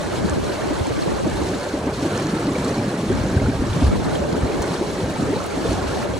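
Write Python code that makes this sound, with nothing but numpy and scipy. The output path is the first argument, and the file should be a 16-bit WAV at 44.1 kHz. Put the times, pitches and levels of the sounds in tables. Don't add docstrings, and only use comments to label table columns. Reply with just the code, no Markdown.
import sys
import numpy as np
from scipy import signal
from scipy.fft import rfft, irfft, next_fast_len
from scipy.io import wavfile
from scipy.ndimage import uniform_filter1d

SR = 44100
rng = np.random.default_rng(int(sys.argv[2]) if len(sys.argv) > 2 else 0)


def dump(signal):
    limited = np.clip(np.atleast_2d(signal).T, -1, 1)
    pcm = np.round(limited * 32767).astype(np.int16)
    wavfile.write(sys.argv[1], SR, pcm)


N = 272979

# t/s, churn level/dB, spray level/dB
WATER_LEVELS = [(0, -30.5, -36.5), (.3, -29.5, -38.5), (.9, -29, -37), (1.65, -31, -37), (1.85, -30, -40),
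                (2.05, -30.5, -37), (2.5, -29, -36.5), (3.55, -30.5, -38.5), (3.98, -29, -38),
                (4.33, -31, -38.5), (4.55, -28, -37.5), (4.8, -31, -37), (5.5, -29, -37.5),
                (5.95, -29, -36.5), (6.09, -28.5, -39), (6.19, -32, -38)]
# f/Hz, relative density/dB
CHURN_SPECTRUM = [(88, -16), (150, -8), (272, -26), (359, -2.5), (483, -7.5), (592, -2), (683, -8),
                  (798, -7), (1200, -10.5), (1700, -12.5), (1900, -16), (2280, -17.5), (2600, -35),
                  (3380, -48), (5720, -120)]
# f/Hz, relative density/dB
SPRAY_SPECTRUM = [(700, -90), (1500, -30), (2400, -1), (2800, 0), (3750, -2.3), (4000, .3), (4250, .8),
                  (4650, -3.7), (5200, -4), (6000, -4.7), (8000, -7.3), (10000, -9.8), (12000, -10.6),
                  (14300, -12), (15700, -15)]
# peak t/s, spray lift/dB
SPLASH_LIFTS = [(.17, 2), (.3, 1.5), (.52, 2), (.79, 2), (1.45, 1.5), (2.02, 1.5), (2.18, 2), (3.2, 2),
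                (3.75, 2.5), (3.86, 3), (4.16, 2.5), (4.63, 1), (4.73, 2.5), (5.37, 1), (5.72, 4), (6.0, 3)]
# t/s, gain/dB
LULL_GAINS = [(.41, -5), (.825, -2.5), (.85, -2.5), (.885, -5), (.94, -4), (1.01, -3.5), (1.045, -2),
              (1.095, -1), (1.228, -7), (1.96, -4), (3.7, -2), (3.985, -4), (4.28, -2.5), (5.45, 0),
              (5.49, -2), (5.635, 1)]
# t/s, peak/dB, f/Hz
GLUG_EVENTS = [(.288, -27, 1560), (.857, -25, 950), (1.115, -25.5, 545), (1.195, -23, 515),
               (1.26, -28, 617), (1.662, -22.5, 550), (2.416, -29, 860), (3.363, -25, 533),
               (3.414, -20, 597), (3.533, -22.5, 625), (4.217, -20, 560), (4.247, -21.5, 558),
               (4.489, -23, 402), (4.636, -22, 550), (5.268, -21, 410), (5.358, -23, 810),
               (5.787, -23, 724), (6.045, -23, 558), (6.135, -23, 520)]
# t/s, peak/dB, f/Hz
DROP_EVENTS = [(0.469, -27.5, 4060), (0.9, -33, 2900), (1.0232, -23.5, 4270), (1.4205, -33, 4000),
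               (1.6305, -27, 4400), (1.696, -33, 2200), (2.4683, -36, 2420), (2.5526, -25, 2240),
               (2.649, -30, 4200), (3.0131, -30, 3380), (3.7313, -27.5, 3420), (4.155, -25, 3160),
               (4.2373, -31, 2630), (4.517, -30.5, 2480), (4.716, -37, 2370), (5.3636, -27.5, 4000),
               (5.7049, -32, 2550), (5.8835, -36, 2700)]
# t/s, peak/dB, f/Hz
SLAP_EVENTS = [(0.297, -20, 6900), (0.87, -23.5, 6700), (1.489, -24, 5840), (2.177, -21, 5850),
               (2.2692, -21.5, 6270), (2.425, -31, 6800), (2.47, -21, 4260), (2.61, -30, 6550),
               (2.6467, -23, 7600), (3.669, -25, 5160), (4.569, -31, 9500), (4.6192, -32, 15300),
               (4.6195, -25, 6300), (4.6228, -23, 9200), (4.6258, -19, 6500), (5.441, -26, 7140),
               (5.463, -36, 15300), (5.464, -27, 9500)]
# t/s, rumble level/dB, flutter level/dB, pitch factor of flutter and crosswind
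WIND_LEVELS = [(0, -36, -34, 1.13), (.22, -28, -27.5, 1.15), (.6, -35, -30.5, 1.12), (1.0, -37, -36.5, 1.3),
               (1.36, -27.5, -27, 1.16), (1.622, -40, -27.5, 1.44), (1.95, -31, -28.5, 1.3),
               (2.1, -39, -24.5, 0.9), (2.8, -38, -22, 0.94), (3.0, -46, -25, 0.83), (3.1, -27, -24, 0.69),
               (3.45, -27, -23.5, 0.87), (3.72, -27, -28.5, 0.78), (3.97, -29, -25, 0.86),
               (4.3, -31.5, -26, 1.3), (4.9, -35.5, -27, 1.2), (5.05, -37, -27, 1), (5.36, -39, -27, 0.92),
               (5.48, -37.5, -32.5, 1.5), (5.72, -29, -26.5, 0.98), (5.9, -31.5, -30, 1.5),
               (6.19, -34, -29.5, 1)]
# t/s, level/dB
CROSSWIND_LEVELS = [(0, -31), (.4, -22.5), (.56, -28.5), (.72, -24.5), (1.04, -21.5), (1.38, -24.5),
                    (1.52, -36), (2.0, -46), (3.06, -53), (3.15, -22), (3.3, -45), (3.8, -29.5), (3.9, -22),
                    (4.6, -30), (4.74, -36), (5.1, -39), (5.2, -30.5), (6.19, -28)]
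# f/Hz, relative density/dB
RUMBLE_SPECTRUM = [(15, -35), (34, -42), (50, -8.5), (70, 4), (110, -1.5), (150, -5), (250, -32),
                   (900, -100)]
# f/Hz, relative density/dB
FLUTTER_SPECTRUM = [(25, -70), (70, -33), (130, 3.5), (200, -0.5), (290, 2.5), (400, -2.5), (560, -8.5),
                    (1000, -18.5), (3000, -100)]
# f/Hz, relative density/dB
CROSSWIND_SPECTRUM = [(25, -38), (60, -16), (140, -0.5), (330, -1.5), (560, -11), (900, -20), (1500, -35),
                      (4000, -100)]
# t/s, peak/dB, nominal f/Hz
PUFF_EVENTS = [(0.243, -15, 195), (0.356, -24, 250), (0.707, -16.5, 298), (0.808, -15, 84),
               (0.876, -23.5, 310), (0.901, -21.5, 450), (.902, -22.5, 115), (0.977, -20.5, 300),
               (1.058, -22, 322), (1.073, -21, 177), (1.114, -21, 322), (1.251, -17, 158),
               (1.264, -17, 327), (1.408, -18.5, 318), (1.498, -19.5, 370), (1.735, -17.5, 307),
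               (1.867, -15, 290), (2.024, -15.5, 278), (2.049, -14.5, 341), (2.33, -14, 202),
               (2.475, -13.5, 287), (2.876, -17.5, 189), (3.099, -11, 370), (3.329, -17, 258),
               (3.364, -11, 118), (3.413, -15.5, 288), (3.434, -14, 93), (3.452, -14, 80),
               (3.484, -14, 251), (3.56, -23, 65), (3.598, -16.5, 67), (3.616, -15.5, 243),
               (3.694, -21, 70), (3.759, -14.5, 162), (3.816, -12, 137), (3.817, -13.5, 258),
               (3.834, -8.5, 75), (3.863, -13, 72), (3.878, -14, 70), (4.195, -19.5, 218),
               (4.327, -18, 151), (4.35, -24.5, 328), (4.431, -12, 107), (4.439, -19.5, 262),
               (4.597, -20.5, 72.4), (4.811, -14, 355), (4.984, -18, 372), (5.025, -20, 107),
               (5.032, -17.5, 496), (5.193, -19, 187), (5.222, -16.5, 274), (5.292, -16.5, 274),
               (5.325, -16, 403), (5.36, -19, 498), (5.572, -19, 286), (5.649, -15.5, 468),
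               (5.688, -17, 83.4), (5.715, -15.5, 300), (6.091, -29, 80)]
# f/Hz, side over mid/dB, in-phase share, quadrature share
PORT_RESPONSE = [(300, -16, 0, 0), (800, -9, -.3, .15), (1200, -4, -.45, .15), (1700, -7, -.25, .2),
                 (2000, -1.5, 0, .1), (2400, -5.5, 0, -.35), (2800, -2.5, 0, -.2), (4200, -7.5, .15, .55),
                 (4800, -1, .3, -.1), (6600, -8, 0, .45), (8000, -3, 0, .65), (10000, 2, 0, .6),
                 (11300, 8, 0, .4), (11750, 14, 0, .2), (11950, 60, 0, 0)]


def churn(lift_db):
    body = wash(CHURN_SPECTRUM, patch_db=1.9, flicker_db=0.5, size=2048, patch_bins=8, channels=2)
    ringing = bubbles(CHURN_SPECTRUM, 400.4, 2444, rate_hz=170, cycles=13, spread_db=2.15, glide=0.038)
    return level(WATER_LEVELS) * lulls() * gain(0.39 * lift_db) * unit_rms(body + gain(-7) * ringing)


def spray(lift_db):
    hiss = wash(SPRAY_SPECTRUM, patch_db=1.4, flicker_db=1.06, size=512, patch_bins=8, channels=2)
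    fizz = bubbles(SPRAY_SPECTRUM, 2300, 11000, rate_hz=700, cycles=12, spread_db=3.3, glide=0.016)
    return level(WATER_LEVELS, column=2) * gain(lift_db) * unit_rms(hiss + gain(-9) * fizz)


def glugs_and_drops():
    out = np.zeros(N)
    for events, cycles, glide in ((GLUG_EVENTS, 8.9, 0.034), (DROP_EVENTS, 11.2, 0.0048)):
        for t_s, peak_db, f_hz in events:
            add(out, t_s, gain(peak_db) * blip(f_hz, cycles, glide))
    return out


def rim_slaps():
    slap_s, spatter_s, bright_hz = 0.0006, 0.003, 12000
    out, age_s = np.zeros((2, N)), np.arange(1200) / SR
    for t_s, peak_db, f_hz in SLAP_EVENTS:
        row = out[int(f_hz > bright_hz)]
        add(row, t_s, gain(peak_db) * blip(f_hz, cycles=f_hz * slap_s, glide=0.014))
        noise = np.convolve(rng.standard_normal(len(age_s)), blip(f_hz, cycles=1.3, glide=0.021))
        spatter = unit_rms(noise[:len(age_s)]) * np.exp(-age_s / spatter_s)
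        add(row, t_s, gain(peak_db - 11) * spatter)
    return out


def wind():
    t_s, peak_db, f_hz = np.transpose(PUFF_EVENTS)
    deep_hz, rise_s, fall_s = 140, 0.015, 0.02
    deep_stir = swells(t_s + rise_s, gain(peak_db - 14.5) * (f_hz < deep_hz), rise_s, fall_s)
    light_stir = swells(t_s + rise_s, gain(peak_db - 20) * (f_hz >= deep_hz), rise_s, fall_s)
    drift = [(time_s, factor) for time_s, _, _, factor in WIND_LEVELS]
    rumble_mid, rumble_side = rumble(deep_stir)
    mid = rumble_mid + flutter(light_stir, drift) + puffs()
    return mid, crosswind(drift) + gain(-16) * rumble_side


def rumble(stir):
    noise = wash(RUMBLE_SPECTRUM, patch_db=2.5, flicker_db=0.89, size=2048, patch_bins=2, channels=2)
    return (level(WIND_LEVELS) + stir) * noise


def flutter(stir, drift):
    noise = wash(FLUTTER_SPECTRUM, patch_db=1.9, flicker_db=0.58, size=1024, patch_bins=3, drift=drift)
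    gurgles = bubbles(FLUTTER_SPECTRUM, 160.4, 483.3, rate_hz=110, cycles=7.15, spread_db=1.9, glide=0.11)
    return (lulls() * level(WIND_LEVELS, column=2) + stir) * unit_rms(noise[0] + gain(-5) * gurgles)


def puffs():
    light_hz = 300
    smooth, rough = np.zeros((2, N))
    for t_s, peak_db, f_hz in PUFF_EVENTS:
        lightness = min(f_hz / light_hz, 1)
        glide = 0.11 * lightness
        puff = gain(peak_db) * blip(f_hz * (1 - glide), cycles=4.75 * f_hz / light_hz, glide=glide)
        add(smooth, t_s, puff)
        add(rough, t_s, 0.11 * lightness * puff)
    eddies = unit_rms(uniform_filter1d(uniform_filter1d(rng.standard_normal(N), size=150), size=150))
    return smooth + rough * eddies


def crosswind(drift):
    noise = wash(CROSSWIND_SPECTRUM, patch_db=2.9, flicker_db=1.7, size=1024, patch_bins=5, drift=drift)
    return level(CROSSWIND_LEVELS) * noise[0]


def ports(near, diffuse):
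    n = next_fast_len(N, True)
    f_hz = np.fft.rfftfreq(n, 1 / SR)
    near, diffuse = rfft(near, n), rfft(diffuse, n)
    side_ratio = gain(at_hz(PORT_RESPONSE, f_hz))
    in_phase = np.clip(at_hz(PORT_RESPONSE, f_hz, column=2), -0.6, 0.6)
    quadrature = np.clip(at_hz(PORT_RESPONSE, f_hz, column=3), -0.75, 0.75)
    coherence = in_phase - 1j * quadrature
    side = coherence * near - 1j * np.sqrt(1 - abs(coherence) ** 2) * diffuse
    mid_gain = 1 / np.sqrt(1 + side_ratio ** 2)
    return irfft(mid_gain * near, n)[:N], irfft(mid_gain * side_ratio * side, n)[:N]


def wash(spectrum, patch_db, flicker_db, size, patch_bins, channels=1, drift=((0, 1), (1, 1))):
    frames, f_hz = 4 * N // size + 5, np.fft.rfftfreq(size, 1 / SR)
    patches = uniform_filter1d(rng.standard_normal((frames, len(f_hz))), size=patch_bins, axis=1)
    patches = unit_rms(uniform_filter1d(patches, size=4, axis=0)).T
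    flicker = unit_rms(uniform_filter1d(rng.standard_normal(frames), size=6))
    pitch_factor = np.interp(np.arange(frames) * size / (4 * SR), *np.transpose(drift))
    colour = gain(at_hz(spectrum, f_hz[:, None] / pitch_factor)) / np.sqrt(pitch_factor)
    white = rng.standard_normal((channels, frames, len(f_hz), 2)) @ [1, 1j]
    shaped = white.transpose(0, 2, 1) * colour * gain(patch_db * patches + flicker_db * flicker)
    return unit_rms(signal.istft(shaped, nperseg=size, noverlap=3 * size // 4)[1][:, :N])


def bubbles(spectrum, low_hz, high_hz, rate_hz, cycles, spread_db, glide, pitches=20):
    onsets = gain(spread_db * np.minimum(rng.exponential(1, N), 5)) * (rng.random(N) < rate_hz / SR)
    pitch_index, out = rng.integers(0, pitches, N), np.zeros(N)
    for k, f_hz in enumerate(np.geomspace(low_hz, high_hz, pitches)):
        weight = gain(at_hz(spectrum, f_hz)) * f_hz
        out += signal.oaconvolve(onsets * (pitch_index == k), weight * blip(f_hz, cycles, glide))[:N]
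    return unit_rms(out)


def blip(f_hz, cycles, glide):
    age = np.arange(int(3 * cycles * SR / f_hz)) * f_hz / (cycles * SR)
    envelope = 3 * age * np.exp(1 - 3 * age)
    return envelope * np.sin(2 * np.pi * cycles * age * (1 + glide * age))


def swells(peaks_s, heights, rise_s, fall_s):
    grid_s = np.arange(0, N + 64, 64) / SR
    offset_s = grid_s[:, None] - peaks_s
    humps = np.exp(-(offset_s / np.where(offset_s < 0, rise_s, fall_s)) ** 2)
    return np.interp(np.arange(N) / SR, grid_s, humps @ heights)


def lulls():
    return gain(swells(*np.transpose(LULL_GAINS), rise_s=0.016, fall_s=0.016))


def level(table, column=1):
    columns = np.transpose(table)
    return gain(np.interp(np.arange(N) / SR, columns[0], columns[column]))


def at_hz(table, f_hz, column=1):
    columns = np.transpose(table)
    return np.interp(np.log(f_hz + 1), np.log(columns[0] + 1), columns[column])


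def gain(db):
    return 10 ** (np.asarray(db) / 20)


def unit_rms(x):
    return x / np.sqrt(np.mean(abs(x) ** 2) + 1e-20)


def add(mix, t_s, sound):
    part = mix[round(t_s * SR):][:len(sound)]
    part += sound[:len(part)]


def scene():
    dull_slaps, bright_slaps = rim_slaps()
    lift_db = swells(*np.transpose(SPLASH_LIFTS), rise_s=0.054, fall_s=0.042)
    near, diffuse = churn(lift_db) + spray(lift_db) + glugs_and_drops() + dull_slaps
    mid, side = np.add(ports(near, diffuse), wind())
    mid += bright_slaps
    return np.array([mid + side, mid - side])


def record(dry):
    cutoff_hz = 15760
    lowpass = signal.firwin(1023, cutoff_hz, window=("kaiser", 9), fs=SR)
    return signal.oaconvolve(dry, lowpass[None], "same")


dry = scene()
out = record(dry)
dump(out)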